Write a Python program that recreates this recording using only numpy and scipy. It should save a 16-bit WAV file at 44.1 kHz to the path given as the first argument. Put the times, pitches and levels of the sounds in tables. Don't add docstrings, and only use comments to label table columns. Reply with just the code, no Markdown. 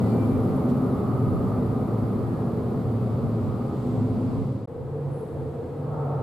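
import sys
import numpy as np
from scipy import signal
from scipy.fft import rfft, irfft, next_fast_len
from scipy.io import wavfile
from scipy.ndimage import uniform_filter1d, map_coordinates

SR = 44100
rng = np.random.default_rng(int(sys.argv[2]) if len(sys.argv) > 2 else 0)


def master(y):
    cut = np.clip(np.atleast_2d(y).T, -1, 1)
    pcm = np.round(cut * 32767)
    wavfile.write(sys.argv[1], SR, pcm.astype(np.int16))


N = 274566
TIME = np.arange(N) / SR


def rolling():
    # pitch_hz, relative_db
    roar_tone = [(20, -22), (48, -18), (90, -7), (200, 1.5), (296, -8), (400, -1), (560, -9), (850, -15.5),
                 (1050, -16.5), (1350, -23), (1650, -34), (2100, -36), (3000, -51.5), (6000, -83)]
    # pitch_hz, width_hz, relative_db
    tunnel_notes = [(82.3, 10.3, -5), (92, 5.1, -8.5), (144, 14.5, -5.5), (181, 12.5, -1.5),
                    (203.3, 18, -3), (229.7, 7, 5.5), (313.6, 4.4, -6), (333.5, 19, -6), (428, 21.3, -4.5),
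                    (530, 48, -13.5), (607, 18, -22), (770, 85, -18)]
    body_notes = [(247.8, 4, -2.5), (254, 21, -9), (270, 14, -6)]
    rail_notes = [(1143, 50, -4), (1225, 89, 5), (1294, 87, -4)]
    # time_s, level_db
    rail_levels = [(0, -52.5), (.6, -48.5), (1.1, -43), (1.8, -47.5), (2.6, -53), (3.2, -54.5), (3.65, -48),
                   (4, -60), (4.5, -65)]
    rail_db, = curves(rail_levels)
    wheel_gain = receding(start_db=-31, loss_db_per_s=1.5) * pickup()
    roar = amp(3.0 + 0.41 * wobble(rate_hz=12)) * rush(roar_tone)
    tunnel = amp(4.5) * ringing(tunnel_notes)
    bodies = amp(-1) * steadied(ringing(body_notes), share=0.1)
    return wheel_gain * (roar + tunnel + bodies) + amp(rail_db) * ringing(rail_notes)


def tunnel_boom():
    # pitch_hz, width_hz, relative_db
    main_note = [(111.45, 7.1, 0)]
    upper_note = [(131, 16, 0)]
    deep_note = [(55.5, 4.4, 0)]
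    # time_s, relative_db
    main_levels = [(.05, -24), (.48, -26), (.62, -38), (1.07, -34), (1.16, -24.5), (1.5, -26.5), (1.8, -33),
                   (1.97, -26.5), (2.5, -33), (2.75, -33), (2.88, -25), (3.53, -27.5), (3.73, -45),
                   (3.98, -25), (4.4, -27), (4.6, -28.5)]
    deep_levels = [(0, -52), (1.1, -59), (1.6, -42), (2.6, -50.5), (4.4, -49)]
    main_db, = curves(main_levels)
    deep_db, = curves(deep_levels)
    main = amp(main_db - 1.5) * steadied(ringing(main_note), share=0.86)
    upper = amp(-32.5) * ringing(upper_note)
    deep = amp(deep_db) * steadied(ringing(deep_note), share=0.35)
    return main + upper + deep


def motors(pitch_hz=254, width_hz=10.6, climb_hz_per_s=31.1):
    # start_s, length_s, level_db
    surges = [(-.15, 0.66, -30), (0.334, 0.71, -28.5), (1.344, 0.66, -32), (3.628, .98, -29.5)]
    drone = steadied(ringing([(pitch_hz, width_hz, 0)]), share=0.49)
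    shiftable = signal.hilbert(drone, next_fast_len(N))[:, :N]
    sound = 0
    for start, length, db in surges:
        climb = np.exp(1j * np.pi * climb_hz_per_s * (TIME - start - length / 2) ** 2)
        sound += amp(db) * swell(start, length) * (shiftable * climb).real
    return sound


def air_hiss(settle_s=0.6):
    # pitch_hz, relative_db
    hiss_tone = [(1000, -18), (2200, 1), (3200, 0), (4600, -0.5), (5700, -9), (6500, -9.5), (7700, -6),
                 (9400, -9.5), (12000, -22), (15500, -23)]
    spit_tone = [(2000, -15), (3200, 3), (6000, -7), (7900, 1), (9500, -14), (15000, -12)]
    # start_s, length_s, relative_db
    bursts = [(0, 0.19, -68), (0.678, .045, -58), (1.397, .14, -67), (3.378, .12, -68), (3.65, 0.49, -65)]
    hiss = amp(-62 + 5 * np.exp(-TIME / settle_s)) * pickup() * rush(hiss_tone)
    spits = sum(amp(db) * swell(start, length) for start, length, db in bursts) * rush(spit_tone)
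    return hiss + lean_right(spits)


def inverter():
    # pitch_hz, relative_db
    fizz_tone = [(3000, -36), (7000, -9), (10000, -6.5), (10900, 4.5), (12200, 5.5), (14500, 2),
                 (15700, -6)]
    whine = amp(-3.0) * ringing([(10420, 110, -1.0), (12053, 25, -15)])
    fizz = amp(3.2) * rush(fizz_tone)
    return lean_right(receding(start_db=-66, loss_db_per_s=2) * (fizz + whine))


def wheel_squeals():
    # start_s, length_s, pitch_hz, width_hz, level_db
    squeals = [(0, 0.11, 2000, 20, -59), (.09, 0.08, 2360, 8.2, -60), (0.164, 0.11, 2348, 10, -55),
               (0.28, 0.11, 2348, 8.9, -58), (0, 0.21, 4400, 250, -64), (2.1, .65, 1670, 20, -62),
               (2.18, 0.34, 1880, 20, -65)]
    return sum(amp(db) * swell(start, length) * steadied(ringing([(hz, width, 0)]), share=1.0)
               for start, length, hz, width, db in squeals)


def ventilation():
    # pitch_hz, width_hz, relative_db
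    fan_note = [(142.1, 5.3, 0)]
    duct_notes = [(446, 39, 0), (440, 26, -16.5), (483, 21, -5.5), (515, 40, -5.5)]
    airway_notes = [(86, 15, -8), (123.4, 3.1, 1), (249.5, 17, -11), (335, 60, -12.5)]
    # time_s, relative_db
    waver = [(4.72, -8), (4.82, -1.5), (5.08, 5.5), (5.26, -10), (5.4, 1.5), (5.66, -7.5), (5.78, -0.5),
             (6.2, 6)]
    # pitch_hz, relative_db
    rush_tone = [(20, -17), (60, -14), (100, 5.5), (200, -2), (500, -13.5), (700, -10), (1000, -16),
                 (1350, -24.5), (1700, -30), (2700, -39), (4400, -42), (5800, -50.5), (8000, -46),
                 (15500, -52)]
    waver_db, = curves(waver)
    hum = amp(-33.5 + waver_db) * steadied(ringing(fan_note), share=1.0)
    ducts = amp(-36.5) * ringing(duct_notes) + amp(-38) * ringing(airway_notes)
    return hum + ducts + amp(-37.5) * rush(rush_tone)


def far_rails(start_s=5.76, rise_s=0.21, quiet_db=-50, rise_db=14.5):
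    # pitch_hz, width_hz, relative_db
    rail_notes = [(570, 220, -0.5), (770, 35, -1.5), (900, 83, -7), (1100, 35, -10.5), (1280, 87, -7.5)]
    rise = np.clip((TIME - start_s) / rise_s, 0, 1)
    return amp(quiet_db + rise_db * rise) * ringing(rail_notes)


def squeak(jitter_hz=190, echo_s=0.7, ring_start_s=5.1, ring_s=1.6):
    # time_s, pitch_hz, relative_db
    path = [(5.09, 9400, -85), (5.135, 9700, -68), (5.16, 10600, -70), (5.195, 11150, -67),
            (5.22, 11400, -80), (5.265, 12300, -87), (5.3, 12400, -100)]
    # pitch_hz, width_hz, relative_db
    ring_notes = [(8000, 250, -2), (9750, 200, 2)]
    hz, db = curves(path)
    sounding = (TIME > path[0][0]) & (TIME < path[-1][0])
    jitter = jitter_hz * unit(uniform_filter1d(rng.standard_normal(N), size=40))
    glide = sounding * amp(db - 2.0) * np.sin(2 * np.pi * np.cumsum(hz + jitter) / SR)
    tail = rng.standard_normal((2, SR)) * amp(-60 * TIME[:SR] / echo_s)
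    echo = signal.fftconvolve(glide[None], tail / np.linalg.norm(tail[0]), axes=1)[:, :N]
    age = np.maximum(TIME - ring_start_s, 0)
    ring_gain = amp(-67.5 - 60 * age / ring_s) * (1 - np.exp(-age / 0.026))
    return glide + amp(8.0) * echo + ring_gain * ringing(ring_notes)


def receding(start_db, loss_db_per_s):
    return amp(start_db - loss_db_per_s * TIME)


def pickup(start_s=3.64, db_per_s=2):
    return amp(db_per_s * np.maximum(TIME - start_s, 0))


def rush(tone):
    return tunnel_noise(lambda hz: amp(along(tone, hz)))


def ringing(notes):
    return tunnel_noise(lambda hz: sum(amp(db) / (1 + 2 * ((hz - pitch) / width) ** 2)
                                       for pitch, width, db in notes))


def steadied(x, share):
    strength = np.abs(signal.hilbert(x.mean(axis=0), next_fast_len(N)))[:N]
    return unit(x / (strength + 0.16) ** share)


def tunnel_noise(response):
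    # pitch_hz, likeness (0 to 1)
    likeness = [(30, .3), (60, 0.9), (150, 0.99), (300, 0.94), (600, 0.83), (1200, 0.68), (4000, 0.48),
                (8000, 0.26), (14000, .12)]
    size = next_fast_len(N + 8192)
    hz = np.fft.rfftfreq(size, 1 / SR)
    spread = np.arccos(along(likeness, hz)) / 2
    spectrum = rfft(rng.standard_normal((2, size))) * response(hz)
    mid, side = irfft(spectrum * [np.cos(spread), np.sin(spread)], size)[:, :N]
    return unit(np.array([mid + side, mid - side]))


def lean_right(x):
    return x * amp([[-1.5], [1.5]])


def amp(db):
    return 10 ** (np.asarray(db) / 20)


def unit(x):
    return x / np.sqrt(np.mean(x ** 2) + 1e-20)


def along(points, hz):
    pitches, values = np.transpose(points)
    return np.interp(np.log(hz + 1), np.log(pitches + 1), values)


def curves(rows):
    times, *columns = np.transpose(rows)
    return [np.interp(TIME, times, column) for column in columns]


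def wobble(rate_hz):
    return map_coordinates(rng.standard_normal(256), [TIME * rate_hz], mode="mirror")


def swell(start, length):
    return np.sin(np.pi * np.clip((TIME - start) / length, 0, 1))


def scene(fade_s=4.346, silent_s=4.657, resume_s=4.676, full_s=5.12):
    leaving = np.interp(TIME, [fade_s, silent_s], [1, amp(-7.5)]) * (TIME < silent_s)
    arriving = np.interp(TIME, [resume_s, full_s], [amp(-4), 1]) * (TIME > resume_s)
    leaving, arriving = uniform_filter1d([leaving, arriving], size=160)
    train = rolling() + motors() + tunnel_boom() + air_hiss() + inverter() + wheel_squeals()
    empty_tunnel = ventilation() + far_rails() + squeak()
    return leaving * train + arriving * empty_tunnel


def record(dry, top_hz=15650):
    size = next_fast_len(N + SR // 2)
    kept = np.fft.rfftfreq(size, 1 / SR) < top_hz
    return irfft(rfft(dry, size) * kept, size)[:, :N]


dry = scene()
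out = record(dry)
master(out)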